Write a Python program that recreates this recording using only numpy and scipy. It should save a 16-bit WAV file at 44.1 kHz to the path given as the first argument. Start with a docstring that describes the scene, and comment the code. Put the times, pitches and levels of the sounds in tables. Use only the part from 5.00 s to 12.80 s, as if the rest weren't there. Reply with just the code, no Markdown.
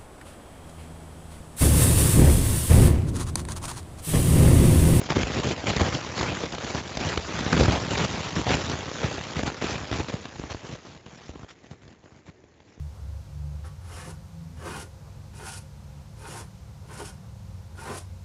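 """Cloth handled at a table

Cloth and craft materials rub close to a small earphone microphone. By stick-slip friction, fibres
crackle, threads pluck the weave and shifting folds rumble; now and then a snag tears loose and knocks
the microphone shell. The rubbing dies down to light handling in a quiet room, all heard through a
narrow-band call line."""
import sys
import numpy as np
from scipy import signal
from scipy.fft import rfft, irfft
from scipy.io import wavfile
from scipy.ndimage import uniform_filter1d, map_coordinates

SR = 44100
rng = np.random.default_rng(int(sys.argv[2]) if len(sys.argv) > 2 else 0)


def output_pcm(signal):
    """Save a mono or channel-first signal as 16-bit PCM at the path in sys.argv[1].

    Samples are clipped to [-1, 1] before scaling.
    """
    pcm = np.clip(np.atleast_2d(signal).T, -1, 1) * 32767
    wavfile.write(sys.argv[1], SR, np.round(pcm).astype(np.int16))


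N = 343952
TOP_HZ = 8250  # upper band edge of the call line


def undb(db):
    """Amplitude ratio of a level in decibels."""
    return 10 ** (np.asarray(db) / 20)


def unit(x):
    """Normalisation to an rms of 1."""
    return x / np.sqrt(np.mean(x ** 2) + 1e-18)


def colour(x, points, size=4096):
    """Minimum-phase filter: a causal, quickly dying response through (frequency [Hz], gain [dB]) points."""
    hz, db = np.transpose(points)
    bin_hz = np.arange(size // 2 + 1) * SR / size
    log_gain = np.log(undb(np.interp(np.log(bin_hz + 1), np.log(hz), db)))
    cepstrum = irfft(log_gain)[:size // 2]
    cepstrum[1:] *= 2
    response = irfft(np.exp(rfft(cepstrum, size)))
    return signal.fftconvolve(x, response)[:len(x)]


def wander(per_s):
    """Band-limited fluctuation: random values joined by straight lines, at an rms of 1."""
    knots = rng.standard_normal(N // 10)
    return unit(np.interp(np.arange(N) / SR * per_s, np.arange(len(knots)), knots))


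def slips(per_s, spread_db, size=N):
    """Poisson process of tiny slips of either sign: many small, a few large."""
    happens = rng.random(size) < per_s / SR
    sign = rng.choice([-1, 1], size)
    return happens * sign * undb(spread_db * np.minimum(rng.exponential(size=size), 4))


def steady(x, span_s):
    """Energy balance: the hand works evenly, so over a short span the slips sum to a constant power."""
    size = int(span_s * SR)
    power = uniform_filter1d(uniform_filter1d(x ** 2, size), size)
    return x / np.sqrt(np.abs(power) + 1e-9)


def hand_pressure(attack_s=0.014, release_s=0.015, sag_db_per_s=4.5, resting_weight_db=-3):
    """Incoherent addition: resting contact and strokes sum in power to drive fibres and folds, in dB."""
    # cloth resting and brushing on the microphone: (time [s], fibre drive [dB])
    contact = [(0, -40.5), (.3, -37.5), (.62, -38.5), (1.0, -36.5), (1.12, -38), (1.5, -42.5), (1.9, -39),
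               (2.9, -35.5), (3.3, -37.5), (4.3, -38), (4.56, -41), (4.85, -40.5), (5.3, -46.5), (5.6, -48),
               (5.8, -52), (6.02, -59), (7.4, -68.5), (7.8, -64.5)]
    # hand strokes: (start [s], duration [s], fibre drive [dB], weight = fold over fibre drive [dB])
    strokes = [(0.087, 0.034, -31.5, 5), (0.148, .078, -31, 3.5), (0.248, 0.062, -38, 5),
               (0.32, 0.078, -33, 5), (0.423, 0.1, -32.5, 2.5), (0.656, 0.05, -28.5, 0.5),
               (0.719, 0.085, -33.5, -2), (0.792, .026, -28, 5.5), (0.826, 0.064, -33, 3.5),
               (.915, .04, -33, 2), (1.161, 0.042, -30, -5), (1.199, 0.038, -32.5, 4.5),
               (1.241, 0.092, -34.5, 3), (1.333, 0.13, -35.5, -4), (1.519, .026, -35.5, -2),
               (1.598, .12, -35.5, -2.5), (1.731, .055, -33.5, 2), (1.992, 0.15, -33, 0),
               (2.272, 0.053, -38, 0.5), (2.334, 0.2, -36, 2), (2.515, 0.029, -28.5, 6.5),
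               (2.556, 0.1, -28, 6.5), (2.674, 0.094, -30, 5), (2.787, 0.051, -38.5, 6),
               (2.904, 0.061, -32, 1.5), (2.964, .09, -30, 4), (3.087, 0.2, -37, 0.5),
               (3.343, .066, -34, 5), (3.456, .025, -32, 7), (3.478, 0.072, -27, 1),
               (3.553, .12, -36, -0.5), (3.683, 0.053, -34.5, 2.5), (3.958, 0.22, -40, -5),
               (4.02, .032, -34, 9), (4.352, 0.049, -35.5, 4.5), (4.452, .03, -32.5, 2.5),
               (4.48, 0.021, -44.5, 10), (4.605, 0.078, -33.5, 1), (4.68, .08, -34.5, -0.5),
               (4.755, .09, -45, 7.5), (4.913, 0.064, -37.5, 4.5), (4.984, 0.025, -36, 10.5),
               (5.077, .018, -37, -4), (5.116, .034, -43, 11), (5.381, 0.072, -54, 10),
               (5.49, 0.033, -38.5, -1), (5.633, 0.12, -46.5, 5), (5.836, .133, -52.5, 1),
               (6.053, .1, -53.5, 3), (6.164, 0.15, -51.5, -3), (6.323, .118, -57, 8.5),
               (6.477, 0.034, -48.5, -7), (6.628, 0.041, -58.5, 5), (6.696, .035, -54.5, 11),
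               (6.803, 0.14, -63, 10.5), (7.019, 0.18, -65, 11.5), (7.253, 0.039, -55, 10.5),
               (7.661, 0.077, -62.5, -14)]
    t = np.arange(N) / SR
    fibre_power = undb(np.interp(t, *np.transpose(contact))) ** 2
    fold_power = fibre_power * undb(resting_weight_db) ** 2
    for start, length, db, weight_db in strokes:
        span = slice(int(start * SR), int((start + length + 10 * release_s) * SR))
        since = t[span] - start
        take_hold = np.clip(since / attack_s, 0, 1)
        ease_off = undb(db - sag_db_per_s * (since - length / 2))
        let_go = np.exp(-np.maximum(since - length, 0) / release_s)
        push = take_hold * ease_off * let_go
        fibre_power[span] += push ** 2
        fold_power[span] += (push * undb(weight_db)) ** 2
    return 10 * np.log10(fibre_power), 10 * np.log10(fold_power)


def rubbing(fibre_db, fold_db):
    """Stick-slip friction at three scales: a shifting fold drags threads, and each thread drags fibres."""
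    # spectra of one fibre, thread and fold letting go: (frequency [Hz], relative level [dB])
    fibre_spectrum = [(200, -27), (800, -0.5), (1700, 1.5), (3000, -1), (4500, -3), (6000, -4.5),
                      (7300, -13.5)]
    thread_spectrum = [(100, -10), (270, 2), (480, 4), (800, 1), (1300, -4.5), (2200, -15), (4000, -24),
                       (7500, -17.5)]
    fold_spectrum = [(20, -35), (40, -33), (60, 0.5), (85, 2), (150, 2.5), (260, -3), (420, -8.5),
                     (800, -28), (2000, -33), (7500, -50.5)]
    # spectrum of fibre tips barely brushing: (frequency [Hz], relative level [dB])
    tip_spectrum = [(1500, -25), (3800, -6.5), (4800, -3.5), (7000, 4.5), (8300, -15.5), (11000, -60.5)]
    press_db = fibre_db - fibre_db.max()
    pace = undb(0.25 * press_db)  # a lighter touch makes fewer slips
    grip = undb(1.1 * wander(per_s=150) + 2.14 * wander(per_s=520))  # uneven grip makes spurts
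    folds = unit(slips(per_s=280 * pace, spread_db=3.36))
    threads = unit(unit(slips(per_s=1900 * pace, spread_db=2.6)) + 0.32 * folds)
    fibres = unit(unit(slips(per_s=9000 * pace, spread_db=2.4)) + 0.54 * threads)
    crackle = colour(fibres * grip, fibre_spectrum + [(TOP_HZ, -20), (SR / 4, -60)])
    rasp = colour(threads * grip, thread_spectrum)
    rumble = colour(folds * grip, fold_spectrum)
    hiss = colour(rng.standard_normal(N) * grip, tip_spectrum)
    rasp_db = fibre_db + 0.35 * (fold_db - fibre_db) - 0.32  # a heavier stroke rasps more
    hiss_db = fibre_db - 0.18 * press_db - 16  # fades less than the rest: a light touch is brighter
    return (steady(crackle, span_s=0.022) * undb(fibre_db - 2.83)
            + steady(rasp, span_s=0.026) * undb(rasp_db)
            + steady(rumble, span_s=0.049) * undb(fold_db + 0.5)
            + steady(hiss, span_s=0.045) * undb(hiss_db))


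def flexing(x, depth_db, width_hz, per_s):
    """Time-varying resonance: as cloth flexes, peaks and dips come and go, wider towards the treble."""
    hz, times, frames = signal.stft(x, SR, nperseg=256)
    field = rng.standard_normal((200, 2000))
    warped_hz = 2000 * np.log1p(hz / 2000)
    grid = np.meshgrid(warped_hz / width_hz, times * per_s, indexing="ij")
    peaks = map_coordinates(field, grid, order=3, mode="mirror")
    return signal.istft(frames * undb(depth_db * peaks), SR)[1][:len(x)]


def room_air(level_db=-58):
    """Ambient noise: the faint, dull air of a small room, wavering slightly in level."""
    # spectrum of the room air: (frequency [Hz], relative spectral density [dB])
    air_spectrum = [(20, -11), (50, -1.5), (85, 4), (150, 0), (230, -2), (350, 2), (950, -14.5),
                    (1400, -20), (1900, -12.5), (4200, -34.5), (7300, -36)]
    air = unit(colour(rng.standard_normal(N), air_spectrum + [(SR / 4, -60)]))
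    return air * undb(level_db + 0.8 * wander(per_s=10))


def snags(rows, swell_s=0.0018, neutral_treble_db=-6, size=6000):
    """Impulsive excitation: a caught thread tears free in a run of slips and rings the microphone shell."""
    # damped modes of the shell and its cable: (frequency [Hz], relative level [dB], 60 dB decay time [s])
    shell_modes = [(84, -8, 0.13), (138, 6, 0.017), (266, 3.5, 0.017), (397, -7.5, .012)]
    mode_hz, mode_db, mode_t60 = np.transpose(shell_modes)[:, :, None]
    out = np.zeros(N + size)
    t = np.arange(size) / SR
    swell = np.exp(-(t / swell_s - 1.26) ** 2 / 2)
    since_knock = np.maximum(t - 0.89 * swell_s, 0)  # the knock starts near the height of the swell
    # spectrum of a thread snapping free: (frequency [Hz], relative level [dB])
    snap_spectrum = [(60, -7), (250, 6.5), (600, 2.5), (1200, -5), (3000, -9.5), (5000, -16.5), (7300, -21)]
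    for time, snap_db, treble_db, knock_db in rows:
        tilt_db = treble_db - neutral_treble_db  # taut threads snap brighter
        tilted = [(hz, db + tilt_db * np.clip(np.log2(hz / 1100) / 2, 0, 1)) for hz, db in snap_spectrum]
        burst = slips(per_s=7000, spread_db=1.9, size=size) * swell
        snap = unit(colour(burst, tilted + [(SR / 4, -50)])) * np.sqrt(np.mean(swell ** 2))
        # the cloth loads the shell anew each time
        loaded_hz = mode_hz * np.exp(0.14 * rng.standard_normal(mode_hz.shape))
        decay = undb(mode_db - 60 * since_knock / mode_t60)
        knock = np.sum(decay * np.sin(2 * np.pi * loaded_hz * since_knock), axis=0)
        knock *= rng.choice([-1, 1]) / np.abs(knock).max()
        start = int(time * SR)
        out[start:start + size] += undb(snap_db - 1.55) * snap + undb(knock_db + 2.5) * knock
    return out[:N]


def small_snags(fibre_db, per_s=13):
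    """Random point process: rows for lesser snags, whose strength follows the rubbing at that moment."""
    rows = []
    for position, tautness in rng.random((int(per_s * N / SR), 2)):
        drive_db = fibre_db[int(position * N)]
        treble_db = -9 + 8 * tautness
        rows.append((position * N / SR, drive_db + 2.5, treble_db, drive_db - 1))
    return rows


def scene():
    """Superposition: rubbing and snags pass through the same flexing cloth and add to the room air."""
    # snags tearing loose, in relative levels: (time [s], snap [dB], treble [dB], knock [dB])
    main_snags = [(0.015, -26, -9, -31), (0.103, -16, -4, -23), (.12, -20.5, -14, -20),
                  (.167, -16.5, -8, -16.5), (0.231, -18, -6, -15.5), (.51, -22.5, -2, -20.5),
                  (0.639, -24, -26, -23), (.7, -23, -5, -17), (.764, -15.5, 3.5, -11.5),
                  (0.808, -17, -6, -11.5), (.814, -19.5, -2, -22), (.948, -22.5, 5, -25),
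                  (1.228, -17.5, -2, -24), (1.318, -29, -19, -22), (1.434, -21.5, -12, -25),
                  (1.523, -28, 6, -31), (1.582, -26, -4, -50), (1.707, -27, -13, -46),
                  (1.971, -23, 6.5, -20.5), (2.174, -16, -1.5, -16), (2.389, -25, -4, -28),
                  (2.462, -20, -7, -18.5), (2.528, -12, -8, -17), (2.566, -19, -10, -17),
                  (2.608, -14, -20, -11.5), (2.681, -22, -27, -15), (2.72, -22, 3, -26.5),
                  (2.907, -25, 6, -23), (2.931, -29, 4, -40), (3.505, -15.5, -8, -25), (3.54, -17, -5, -14),
                  (4.181, -25, -13, -30), (4.392, -21.5, -15, -33), (4.432, -22.5, -6, -21),
                  (4.625, -32, 1, -33), (4.641, -22, -5, -20), (4.913, -25, -2, -21),
                  (4.926, -23.5, -9, -41), (5.001, -25, -9, -15.5), (5.084, -26.5, -6, -40),
                  (5.099, -26, -1, -40), (5.253, -28.5, -7, -40), (5.357, -31.5, -6, -33),
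                  (5.395, -35.5, -2, -22), (5.436, -32.5, -10, -26), (5.545, -32, -13, -24),
                  (5.73, -50, -6, -38), (6.061, -42.5, 2, -38), (6.292, -40.5, -2, -26.5),
                  (6.355, -37, -14, -40), (6.431, -39.5, -7, -32), (6.445, -39, -18, -48),
                  (6.878, -48, 4, -40), (7.058, -42.5, -11, -55), (7.438, -46.5, -12, -47),
                  (7.602, -48, -5, -45), (7.776, -59, -10, -39)]
    fibre_db, fold_db = hand_pressure()
    rub = rubbing(fibre_db, fold_db)
    rub = flexing(rub, depth_db=1.5, width_hz=634, per_s=110)  # broad, quick changes as the contact moves
    tears = snags(main_snags + small_snags(fibre_db))
    cloth = flexing(rub + tears, depth_db=2.0, width_hz=149.6, per_s=30)  # small taut patches ring
    return (cloth + room_air())[None]


def record(dry, bass_hz=48, rolloff_hz=7600):
    """Band limiting: the call line drops the deepest bass, rolls off the treble and cuts at its edge."""
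    bass_cut = signal.butter(4, bass_hz, "highpass", fs=SR, output="sos")
    rolloff = signal.firwin(121, rolloff_hz, fs=SR)[None]
    band_edge = signal.ellip(10, 0.1, 80, TOP_HZ, fs=SR, output="sos")
    thinned = signal.sosfilt(bass_cut, dry)
    dulled = signal.fftconvolve(thinned, rolloff, mode="same", axes=1)
    return signal.sosfilt(band_edge, dulled)


dry = scene()
out = record(dry)
output_pcm(out)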